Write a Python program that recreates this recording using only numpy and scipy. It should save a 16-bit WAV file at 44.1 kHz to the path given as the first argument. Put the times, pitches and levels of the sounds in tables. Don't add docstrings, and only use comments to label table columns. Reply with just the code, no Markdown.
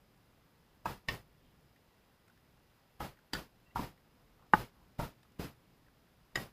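import sys
import numpy as np
from scipy import signal
from scipy.fft import rfft, irfft, next_fast_len
from scipy.io import wavfile
from scipy.ndimage import uniform_filter1d, map_coordinates

SR = 44100
rng = np.random.default_rng(int(sys.argv[2]) if len(sys.argv) > 2 else 0)


def elevation(decibels):
    levels = np.asarray(decibels, float)
    return 10 ** (levels / 20)


def to_wav(s):
    ch = np.atleast_2d(s).T
    pcm = np.round(np.clip(ch, -1, 1) * 32767)
    wavfile.write(sys.argv[1], SR, pcm.astype(np.int16))


N = 287531
GATE_DB = 24
MIDDLING_DB = -25


def unit(x):
    return x / np.sqrt(np.mean(x ** 2) + 1e-20)


def along(points, hz):
    f, v = np.transpose(points)
    return np.interp(np.log(hz + 1), np.log(f + 1), v)


def curves(rows):
    s, *cols = np.transpose(rows)
    return [np.interp(np.arange(N) / SR, s, c) for c in cols]


def wobble(rate_hz):
    knots = rng.standard_normal(int(N * rate_hz / SR) + 4)
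    return map_coordinates(knots, [np.arange(N) * rate_hz / SR])


def noise(gain):
    m = next_fast_len(N)
    spectrum = rfft(rng.standard_normal(m)) * gain(np.fft.rfftfreq(m, 1 / SR))
    return unit(irfft(spectrum, m)[:N])


def band(centre_hz, width_hz):
    return noise(lambda hz: np.exp(-2 * ((hz - centre_hz) / width_hz) ** 2))


def add(track, s, sound):
    part = track[round(s * SR):][:len(sound)]
    part += sound[:len(part)]


# f/Hz, t60/s
COURT = [(150, 0.98), (1000, 0.33), (4000, 0.26), (12000, 0.059)]


def court(x):
    hz, t, z = signal.stft(rng.standard_normal(SR // 3), SR, nperseg=256)
    decay = elevation(-60 * t / along(COURT, hz)[:, None])
    tail = signal.istft(z * decay, SR, nperseg=256)[1]
    return signal.fftconvolve(x, tail / np.linalg.norm(tail))


# t/s, peak level/dB, contact/s, echo delay/s, echo level/dB
HITS = [(0.8562, -23.5, 0.0018, 0.0091, -9), (1.0845, -26.5, 0.0033, 0.0044, -1),
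        (3.003, -31, 0.0038, .012, -5.5), (3.333, -26.5, 0.0018, 0.0041, -10),
        (3.7576, -27, 0.003, .0105, -5), (4.5348, -9, 0.0018, 0.014, -18.5),
        (4.9906, -26, 0.0016, 0.0071, -16), (5.3947, -28, .002, .01, -19),
        (6.355, -20.5, 0.0038, .0165, -5), (3.3501, -35.5, 0.002, 0.0046, -2),
        (3.7918, -31.5, 0.0021, 0.0079, -8), (4.9972, -34.5, 0.001, .013, -6)]
# f/Hz, level/dB, t60/s
# ball cavity near 900 Hz, strings from 1860 Hz up, soles near 130 Hz
POP_SERVE = [(267, -11, 0.024), (693, -8.5, 0.015), (890, 0, 0.038), (1090, -6, 0.03), (1271, -14.5, 0.11),
             (1600, -14.5, 0.069), (2490, -21, 0.037)]
PING_FIRST = [(141, -7.5, 0.036), (583, -14, 0.068), (1048, -12, 0.074), (1850, 5, 0.021),
              (2236, -5.5, 0.032), (2960, -8.5, 0.056), (3480, -12, 0.059), (2720, -9.5, 0.046),
              (4000, -14.5, 0.038), (4700, -11, 0.032), (5290, -10, 0.031)]
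POP_BOUNCE = [(312, -10.5, 0.032), (825, -1.5, 0.038), (990, -10, 0.055), (1260, -5.5, 0.045),
              (1660, -12, 0.034)]
PING_BACKHAND = [(280, -5.5, 0.028), (527, -14, .05), (820, -9.5, 0.033), (1474, -18, 0.067),
                 (1840, 0.5, 0.016), (3030, -11, 0.041), (3490, -12, 0.033), (3850, -12.5, 0.03),
                 (4710, -6.5, .04), (4970, -6, 0.017), (7100, -19, .025), (7900, -13, 0.024)]
POP_FAR = [(150, -8, 0.039), (934, 3, 0.031), (1240, -16, 0.045), (1370, -8, 0.07), (1620, -28, 0.036)]
POP_DRIVE = [(164, -15, .08), (319, -16.5, 0.062), (799, -11, .035), (905, 1, 0.034), (1300, -7, 0.035),
             (1520, -2, 0.025), (1839, -3.5, 0.017), (2893, -22, 0.026), (3830, -36, 0.054),
             (5200, -38.5, 0.026)]
SOLE_HEEL = [(138, 1, 0.031), (594, -14, 0.079), (914, -18, .05), (1100, -22, 0.046), (1350, -24, 0.035),
             (2000, -22, 0.033)]
SOLE_FLAT = [(119.6, 1.5, 0.031), (455, -9.5, 0.033), (965, -18.5, 0.045), (1440, -29, .04)]
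PING_FOREHAND = [(368, -16.5, 0.044), (705, -9.5, 0.022), (1227, -18.5, 0.061), (1600, -17, .06),
                 (1914, -1, 0.037), (2624, -18, 0.036), (3750, -10.5, 0.023), (5040, -8.5, 0.027),
                 (6995, -17, 0.032), (3020, -18, 0.058)]
AFTER_PING = [(1422, 2, 0.041), (1735, 0.5, 0.022), (3500, -7, .025), (7000, -14, .03)]
AFTER_POP = [(173, 1.5, 0.056), (420, -5, 0.026), (960, -2, .04)]
AFTER_HEEL = [(595, -3, 0.043), (913, 0, 0.057), (1114, -8, .05), (1350, -3.5, 0.042)]
# crack level/dB, court-scattered share/dB, gate hold/s
BALL, DRIVE, STRINGS = (-27, -11, .056), (-38, -12, .057), (-7.5, -13, .058)
SOLE, REBOUND, RATTLE = (-33, -14, .056), (-21, -13, .057), (-25, -23, .045)
STRUCK = [(BALL, POP_SERVE), (STRINGS, PING_FIRST), (BALL, POP_BOUNCE), (STRINGS, PING_BACKHAND),
          (BALL, POP_FAR), (DRIVE, POP_DRIVE), (SOLE, SOLE_HEEL), (SOLE, SOLE_FLAT),
          (STRINGS, PING_FOREHAND), (RATTLE, AFTER_PING), (REBOUND, AFTER_POP), (REBOUND, AFTER_HEEL)]
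SOFTER_DB = 6
NEARNESS = .75


def mode(hz, level_db, t60_s, t, rough):
    walk = np.cumsum(rng.standard_normal(len(t))) * (hz / 1000) ** 0.248 / np.sqrt(SR)
    drift = rough * uniform_filter1d(walk - walk[0], size=40)
    return elevation(level_db - 60 * t / t60_s) * np.sin(2 * np.pi * hz * t + drift)


def contacts(rough):
    track, t = np.zeros(N), np.arange(SR // 8) / SR
    for (s, db, contact_s, delay_s, echo_db), (kind, modes) in zip(HITS, STRUCK):
        crack_db, scatter_db, _ = kind
        felt = signal.lfilter([1, -1], np.poly([.8, .5, .45]), rng.standard_normal(len(t)))
        crack_db = crack_db - SOFTER_DB * np.log2(contact_s / .002) - 4.0
        blow = elevation(crack_db - 60 * t / 0.03) * felt
        for hz, level_db, t60_s in modes:
            blow = blow + mode(hz, level_db, t60_s, t, rough)
        onset = np.sin(np.pi / 2 * np.clip(t / contact_s, 0, 1)) ** 2
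        blow = elevation(db + 2.5) * blow * onset
        add(track, s, blow)
        add(track, s + delay_s, elevation(echo_db) * uniform_filter1d(blow, size=11))
        scatter_db = scatter_db - NEARNESS * (db - MIDDLING_DB)
        add(track, s + .004, elevation(scatter_db) * court(blow))
    return track


# t/s, peak level/dB, f/Hz, click level/dB
TAPS = [(1.7604, -61, 1960, -13), (2.2794, -61, 1260, -8), (2.298, -55.5, 1350, -23),
        (2.374, -63.5, 1710, -5), (3.171, -59, 1830, -16), (3.189, -56.5, 1410, -21),
        (3.9764, -63, 1840, -15), (4.3942, -58, 890, -24), (4.4228, -58, 1090, -23),
        (4.4644, -60, 900, -18), (5.23, -61, 1900, -3), (5.25, -61, 1220, -20), (5.3193, -65, 904, -2),
        (5.8644, -63, 1810, -21), (5.8825, -59, 1480, -22)]
TICKS = [
    (2.278, -69, 8600, -20),
    (2.279, -63, 1950, -18),
    (5.23, -71, 8700, -20),
]


def taps():
    track, t = np.zeros(N), np.arange(SR // 20) / SR
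    for s, db, hz, click_db in TAPS + TICKS:
        drift = .16 * np.cumsum(rng.standard_normal(len(t)))
        ring = elevation(-60 * t / 0.025) * np.sin(2 * np.pi * hz * t + drift)
        dull = uniform_filter1d(rng.standard_normal(len(t)), size=4)
        click = elevation(click_db + 6 - 60 * t / .025) * dull
        onset = 1 - np.exp(-t / 0.0015)
        add(track, s, elevation(db + 4) * (ring + click) * onset)
    return track


# t/s, f/Hz, level/dB
SQUEAK = [
    (3.645, 1950, -89),
    (3.665, 1916, -74.5),
    (3.69, 1960, -72),
    (3.703, 1910, -78),
    (3.715, 2000, -69),
    (3.73, 2000, -92),
]


def squeak():
    hz, db = curves(SQUEAK)
    phase = 2 * np.pi * np.cumsum(hz * (1 + 0.02 * wobble(400))) / SR
    upper = elevation(-2 + 5 * wobble(60)) * np.sin(1.41 * phase)
    silenced_db = 40 * (db < -94)
    return elevation(db - 3.5 - silenced_db + 3.1 * wobble(74)) * (np.sin(phase) + upper)


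# t/s, length/s, f/Hz, width/Hz, level/dB
SWISHES = [
    (1.47, 0.047, 2860, 1600, -78),
    (4.435, .05, 1100, 491.7, -72),
    (4.805, 0.068, 1010, 400, -74.5),
]


def swishes():
    t, track = np.arange(N) / SR, np.zeros(N)
    for s, length_s, hz, width_hz, db in SWISHES:
        swell = np.exp(-((t - s) / length_s) ** 2)
        track = track + elevation(db) * swell * band(hz, width_hz)
    return track


# t/s, rumble level/dB, rush level/dB
AIR_DB = [(0.0, -70, -72.5), (6.52, -68.5, -72)]
# f/Hz, level per Hz/dB
RUMBLE = [(12, -35), (20, -5.5), (60, -1.5), (92, -6.5), (118, -1.5), (155, -3.5), (284, -9.5), (500, -17),
          (650, -42.5), (1100, -120)]
RUSH = [(60, -29.5), (250, -6), (500, -0.5), (1000, -3), (2000, -8), (4500, -13.5), (6000, -18.5),
        (9300, -23), (10500, -23), (12500, -17.5), (13600, -26), (15300, -21.5), (16500, -38.5)]


def air():
    rumble_db, rush_db = curves(AIR_DB)
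    rumble = elevation(rumble_db + 1.4 * wobble(4.3)) * noise(lambda hz: elevation(along(RUMBLE, hz)))
    rush = elevation(rush_db + 0.23 * wobble(11)) * noise(lambda hz: elevation(along(RUSH, hz)))
    return rumble + rush


# f/Hz, width/Hz, level/dB
CONVERTER = [(5023, 200, -88), (10000, 350, -90), (14596, 446, -91)]
# first t/s, period/s
WRITERS = [(.012, .25), (.125, .314)]
WRITE_S, WRITE_JITTER_S = .026, .008
FRAME_HZ = 59.94
LINE_HZ = 232 * FRAME_HZ + .62


def electronics():
    t = np.arange(N) / SR
    frame = t * FRAME_HZ % 1
    reading = uniform_filter1d(1. - (frame > .04) * (frame < .30), size=3)
    out = elevation(-86.5) * (.12 + 0.99 * reading) * np.sin(2 * np.pi * LINE_HZ * t)
    for centre_hz, width_hz, db in CONVERTER:
        out = out + elevation(db) * (0.28 + 0.701 * reading) * band(centre_hz, width_hz)
    blip = elevation(-90) * (np.sin(2 * np.pi * 11278 * t) + band(11330, 160))
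    busy = np.zeros(N)
    for first_s, period_s in WRITERS:
        for s in np.arange(first_s, N / SR, period_s):
            start_s = s + WRITE_JITTER_S * rng.standard_normal() - WRITE_S / 2
            add(busy, max(start_s, 0), np.ones(round(WRITE_S * SR)))
    return out + uniform_filter1d(np.minimum(busy, 1), size=150) * blip


def scene():
    quiet = air() + electronics() + taps() + squeak() + swishes()
    return (contacts(rough=16.0) + elevation(GATE_DB) * quiet)[None]


HOLD_S_PER_DB = .00115
TOP_HZ = 15290


def gate():
    t, opened = np.arange(N) / SR, np.zeros(N)
    for (s, db, *_), ((*_, hold_s), _) in zip(HITS, STRUCK):
        hold_s = hold_s + HOLD_S_PER_DB * (db - MIDDLING_DB)
        opening = np.clip(1 + (t - s - .002) / .012, 0, 1)
        closing = np.clip(1 - (t - s - hold_s) / 0.1, 0, 1)
        opened = np.maximum(opened, opening * closing)
    return opened


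def roll_off(x):
    return signal.sosfilt(signal.butter(12, 16270, fs=SR, output="sos"), x)


def record(dry):
    gated = dry * elevation(GATE_DB * (gate() - 1))
    m = next_fast_len(N)
    edge = np.clip((TOP_HZ + 60 - np.fft.rfftfreq(m, 1 / SR)) / 120, 0, 1)
    limited = irfft(rfft(gated, m) * elevation(-30 * (1 - edge)), m)[:, :N]
    return roll_off(limited)


dry = scene()
out = record(dry)
to_wav(out)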